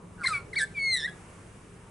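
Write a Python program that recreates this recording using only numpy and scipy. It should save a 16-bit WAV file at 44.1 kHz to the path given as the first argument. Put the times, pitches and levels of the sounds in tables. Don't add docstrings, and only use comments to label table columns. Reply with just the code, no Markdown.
import sys
import numpy as np
from scipy import signal
from scipy.fft import rfft, irfft
from scipy.io import wavfile
from scipy.ndimage import uniform_filter1d

SR = 44100
rng = np.random.default_rng(int(sys.argv[2]) if len(sys.argv) > 2 else 0)


def volts_from_decibels(level):
    exponent = np.asarray(level, float) / 20
    return 10 ** exponent


def generate_wav(sig):
    pcm = np.round(np.clip(np.atleast_2d(sig).T, -1, 1) * 32767).astype(np.int16)
    wavfile.write(sys.argv[1], SR, pcm)


N = 83790


def rms_one(x):
    return x / np.sqrt(np.mean(x ** 2) + 1e-20)


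def at_hz(points, hz):
    point_hz, level_db = np.transpose(points)
    return np.interp(np.log(hz), np.log(point_hz), level_db)


def drift(rate_hz, size=N):
    settle = 20000
    r = np.exp(-2 * np.pi * rate_hz / SR)
    wander = signal.lfilter([1], [1, -2 * r, r * r], rng.standard_normal(size + settle))
    return rms_one(wander[settle:])


def swelling_bands(spectrum, edges_hz, patchy_db):
    # (frequency [Hz], correlation [-1 to 1])
    likeness = [(60, 1), (220, 0.93), (800, 0.51), (2930, 0.42), (10700, 0.64)]
    out = 0
    together = drift(0.17)
    white = rng.standard_normal((2, 2, N + SR))
    for k, (low, high) in enumerate(zip(edges_hz, edges_hz[1:])):
        band = signal.butter(2, [low, high], "band", fs=SR, output="sos")
        mid, side = signal.sosfilt(band, white[k % 2])[:, SR:]
        hz = np.sqrt(low * high)
        alike = np.clip(at_hz(likeness, hz), -1, 1)
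        gain = volts_from_decibels(at_hz(spectrum, hz) + patchy_db * (0.6 * together + drift(6)))
        out = out + gain * (np.sqrt(1 + alike) * mid + np.sqrt(1 - alike) * side * [[1], [-1]])
    return rms_one(out)


def far_traffic():
    # (frequency [Hz], density [dB per Hz])
    rumble = [(12, -47), (20, -7.5), (92, -2.5), (179, -4), (236, -12.5), (401, -9), (492, -12.5),
              (574, -15), (1200, -17.5), (1560, -53), (2640, -120)]
    return volts_from_decibels(-49) * swelling_bands(rumble, np.geomspace(14, 1200, num=16), patchy_db=2.12)


def leaf_hiss():
    # (time [s], level [dB])
    breeze = [(0, -1.5), (.3, 2.5), (1.25, 4.5), (1.5, 3.5), (1.9, 1.1)]
    # (frequency [Hz], density [dB per Hz])
    leaf_spectrum = [(710, -29), (1200, -0.5), (1660, -3.5), (2000, -4.5), (2310, -4.5), (4110, -17.5),
                     (8350, -11), (11200, -13.5), (14500, -44), (22000, -120)]
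    gain = volts_from_decibels(-61 + np.interp(np.arange(N) / SR, *np.transpose(breeze)))
    return gain * swelling_bands(leaf_spectrum, np.geomspace(1200, 12000, num=11), patchy_db=0.4)


def machinery_hum():
    # (pitch [Hz], wander [Hz], level [dB], change time [s], change [dB])
    drones = [
        (100, 5, -58, 1.2, -2),
        (173, 2.5, -55, 1.15, -8),
        (400, 18, -68, 1.7, 8),
        (930, 15, -88, 1.7, 22),
    ]
    out = 0
    t = np.arange(N) / SR
    for hz, wander_hz, db, change_s, change_db in drones:
        phase = 2 * np.pi * np.cumsum(hz + wander_hz * drift(11.94)) / SR
        changed = np.clip((t - change_s) / 0.079, 0, 1)
        level_db = db + 2.25 * drift(11) + change_db * changed
        out = out + volts_from_decibels(level_db) * np.sqrt(2) * np.sin(phase)
    return out


def note(rows, flutter_hz, high_db, breath_db, lean=0, shake=0.57, tilt_db=0):
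    # (frequency [Hz], level [dB])
    throat = [(2900, -17.5), (4100, -5.5), (5200, -10), (6900, -20), (8000, -5), (8900, -14), (10050, -6),
              (10450, -30)]
    # (frequency [Hz], level [dB])
    breath_low = [(900, -58), (1500, 4.5), (2300, -7.5)]
    flutter_bend, pitch_jitter = 0.008, 0.005
    edge_s, smear_rad = 0.0022, 1.1

    s, *columns = np.transpose(rows)
    t = np.arange(N) / SR
    hz, db, octave_db, harsh = [np.interp(t, s, column) for column in columns]
    harsh = np.clip(harsh, 0, 1)
    edge = np.clip(np.minimum(t - s[0], s[-1] - t) / edge_s + 0.5, 0, 1)

    flutter = 2 * np.pi * np.cumsum(flutter_hz * (1 + 0.12 * drift(43.4))) / SR
    flutter = flutter - flutter[int(s[0] * SR)]
    bend = flutter_bend * np.sin(flutter) + pitch_jitter * drift(340)
    hz = uniform_filter1d(hz, size=130) * (1 + shake * harsh * bend)
    phase = 2 * np.pi * np.cumsum(hz) / SR
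    beat = 1 + shake * harsh * (np.cos(flutter) + 0.5 * drift(84))
    tone = volts_from_decibels(db) * beat * np.sin(phase)

    smear = smear_rad * harsh * (np.sin(flutter) + 0.55 * drift(220))
    lift_db = high_db + lean * (db - octave_db) + 20 * harsh
    overtone_beat = 1 + 0.6 * harsh * np.cos(flutter)
    for k in range(2, 10):
        colour_db = 0
        if k > 2:
            flicker_db = (2.5 + harsh) * drift(67)
            colour_db = lift_db + tilt_db * (k - 3) + flicker_db + at_hz(throat, k * hz)
        level = volts_from_decibels(octave_db + colour_db) * (k * hz < 0.4 * SR)
        tone += level * overtone_beat * np.cos(k * phase + np.sqrt(k - 1) * smear)

    white = rfft(rng.standard_normal(N))
    bin_hz = np.arange(len(white)) * SR / N + 1
    breath = rms_one(irfft(white * volts_from_decibels(at_hz(breath_low + throat, bin_hz)), N))
    puffs = harsh * (1 + harsh * np.cos(flutter))
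    tone += volts_from_decibels(breath_db) * (volts_from_decibels(db) + volts_from_decibels(octave_db)) * puffs * breath
    return np.sqrt(2) * edge * tone


def first_phrase():
    # (time [s], pitch [Hz], fundamental [dB], octave [dB], harshness [0-1])
    lead_in = [(0.18, 1594, -53, -82, 0), (0.186, 1477, -54.5, -89, 0.9), (0.218, 1428, -35, -82, 1),
               (0.236, 1340, -37, -77, 0.9)]
    croak = [(0.234, 1191, -50, -39.5, 0.37), (0.244, 1042, -45.5, -28.5, 0.22),
             (0.25, 1060, -34, -25, 0.1), (0.257, 1080, -38.5, -37, 0.3)]
    yelp = [(.253, 1473, -40, -66, 0.2), (.257, 1740, -28, -50, 0.091), (.261, 2060, -29.5, -28.5, .05),
            (.266, 2148, -24.5, -35.5, 0.067), (.273, 2036, -22.5, -21.5, 0.035),
            (.277, 1990, -33, -35.5, 0.27), (.282, 1570, -28.5, -64, 0.46)]
    squawk = [(0.283, 1445, -28.5, -72, 0.58), (0.291, 1373, -32.5, -70, 0.51),
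              (0.301, 1321, -36, -59, 0.52), (0.314, 1278, -29, -55, 0.1), (0.326, 1254, -26.5, -45, 0.045),
              (0.337, 1179, -40.5, -30, 0.1), (0.357, 1134, -47, -26.5, 0.099),
              (0.373, 1120, -46.5, -33, 0.13), (0.41, 1080, -59, -59, 0.11)]
    side_voice = [(.325, 1600, -48, -61, .4), (.36, 1407, -42.5, -70, 0.48), (.41, 1382, -49.5, -67, 0.29)]
    return (note(lead_in, 159, high_db=-5.5, breath_db=-26.5)
            + note(croak, 197, high_db=-19.5, breath_db=-6)
            + note(yelp, 215, high_db=-9, breath_db=2)
            + note(squawk, 282, high_db=-12, breath_db=-5, lean=0.75, shake=0.4)
            + note(side_voice, 130, high_db=-18, breath_db=-23))


def second_phrase():
    # (time [s], pitch [Hz], fundamental [dB], octave [dB], harshness [0-1])
    pickup = [(.53, 2190, -44, -72, 0.12), (.534, 2087, -35, -52, .1), (.542, 1950, -39, -54, 0.22),
              (.548, 1595, -47, -55, 0.25), (.554, 1450, -50, -56, 0.3)]
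    arch = [(.555, 1667, -44, -43, 0.6), (.561, 2143, -35, -40, 0.34), (.567, 2246, -25.5, -41, 0.18),
            (.576, 2278, -25, -38.5, 0.29), (.586, 2070, -28, -32.5, 0.55), (.598, 1840, -32, -38, 0.83),
            (.613, 1715, -29, -40.5, 0.99), (.637, 1724, -27, -58, 0.3), (.657, 1760, -53, -55, 0.62)]
    under_voice = [(.596, 1640, -42, -70, .5), (.614, 1575, -30, -58, .6), (.636, 1570, -32, -58, .6),
                   (.645, 1570, -39, -68, .5), (.658, 1585, -56, -84, .4)]
    return (note(pickup, 200, high_db=-7, breath_db=-4)
            + note(arch, 145, high_db=-15, breath_db=-17, shake=0, tilt_db=1.5)
            + note(under_voice, 152, high_db=3.5, breath_db=-43, shake=0, tilt_db=3.5))


def third_phrase():
    # (time [s], pitch [Hz], fundamental [dB], octave [dB], harshness [0-1])
    whistle = [(0.742, 2466, -55, -90, 0.01), (0.752, 2376, -43.5, -68, 0.01),
               (0.772, 2287, -34, -61, 0.0074), (0.782, 2290, -27.5, -68.5, 0.011),
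               (0.796, 2211, -31.5, -46, 0.01), (0.846, 2188, -26, -37.5, 0.012),
               (.9, 2117, -28.5, -33, .01), (0.934, 2051, -32, -25, 0.01), (0.958, 1965, -28.5, -29, 0.044)]
    thin_voice = [(.752, 3800, -68, -90, .3), (.772, 3400, -59, -90, .7), (.79, 3200, -59, -90, .7),
                  (.81, 3080, -68, -90, .3)]
    rattle = [(.958, 1966, -33, -39, 0.29), (.963, 1959, -31, -36, 0.62), (.972, 1913, -36.5, -33, 0.76),
              (.988, 1856, -37, -37, 0.61), (1.012, 1729, -46, -39.5, 0.72), (1.036, 1757, -38.5, -40, 0.7),
              (1.048, 1836, -31, -36, 0.33), (1.063, 1960, -31.5, -46.5, 0.45),
              (1.07, 2030, -39, -58, 0.33)]
    tail_note = [(1.073, 1650, -52, -62, 0.4), (1.078, 1665, -34, -52, 0.5), (1.09, 1677, -35, -52, .6),
                 (1.1, 1680, -48, -56, .6), (1.112, 1685, -50, -66, .5), (1.14, 1689, -64, -78, 0.3)]
    return (note(whistle, 170, high_db=-5, breath_db=-21, lean=0.3, tilt_db=-1.5)
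            + note(thin_voice, 233, high_db=-23, breath_db=0.0)
            + note(rattle, 155, high_db=-11, breath_db=-30, shake=0.8, tilt_db=-3.5)
            + note(tail_note, 122, high_db=-17, breath_db=-23.5))


def magpie():
    return first_phrase() + second_phrase() + third_phrase()


def soil_bounce(bird):
    lags_s = [0.00100, 0.00112]
    return volts_from_decibels(-16) * np.array([np.roll(bird, int(lag * SR)) for lag in lags_s])


def yard_echo(bird):
    t60_s, first_s = 0.3, 0.004
    t = np.arange(SR // 2) / SR
    mid, side = rng.standard_normal((2, SR // 2)) * volts_from_decibels(-60 * t / t60_s) * (t > first_s)
    tail = mid + volts_from_decibels(-7) * side * [[1], [-1]]
    tail = signal.sosfilt(signal.butter(1, 12000, fs=SR, output="sos"), tail)
    tail = tail / np.sqrt(np.sum(tail ** 2) / 2)
    return volts_from_decibels(-17) * signal.fftconvolve(bird[None], tail, axes=1)[:, :N]


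def foot_rustle():
    start_s, level_db, t60_s, low_hz = 1.193, -58, 0.1, 5500
    after = np.arange(N) / SR - start_s
    bright = signal.butter(2, low_hz, "high", fs=SR, output="sos")
    hiss = signal.sosfilt(bright, rng.standard_normal(N))
    return volts_from_decibels(level_db - 60 * np.abs(after) / t60_s) * (after > 0) * hiss


def scene():
    background = far_traffic() + leaf_hiss() + machinery_hum()
    bird = magpie()
    direct = bird * volts_from_decibels(np.array([[-0.1], [0.1]]))
    return background + direct + soil_bounce(bird) + yard_echo(bird) + foot_rustle()


def top_cut(x):
    return signal.sosfilt(signal.butter(12, 11300, fs=SR, output="sos"), x)


def record(dry):
    treble_limit = signal.ellip(12, 0.5, 60, 11080, fs=SR, output="sos")
    mix = signal.sosfilt(treble_limit, dry)
    return top_cut(mix)


dry = scene()
out = record(dry)
generate_wav(out)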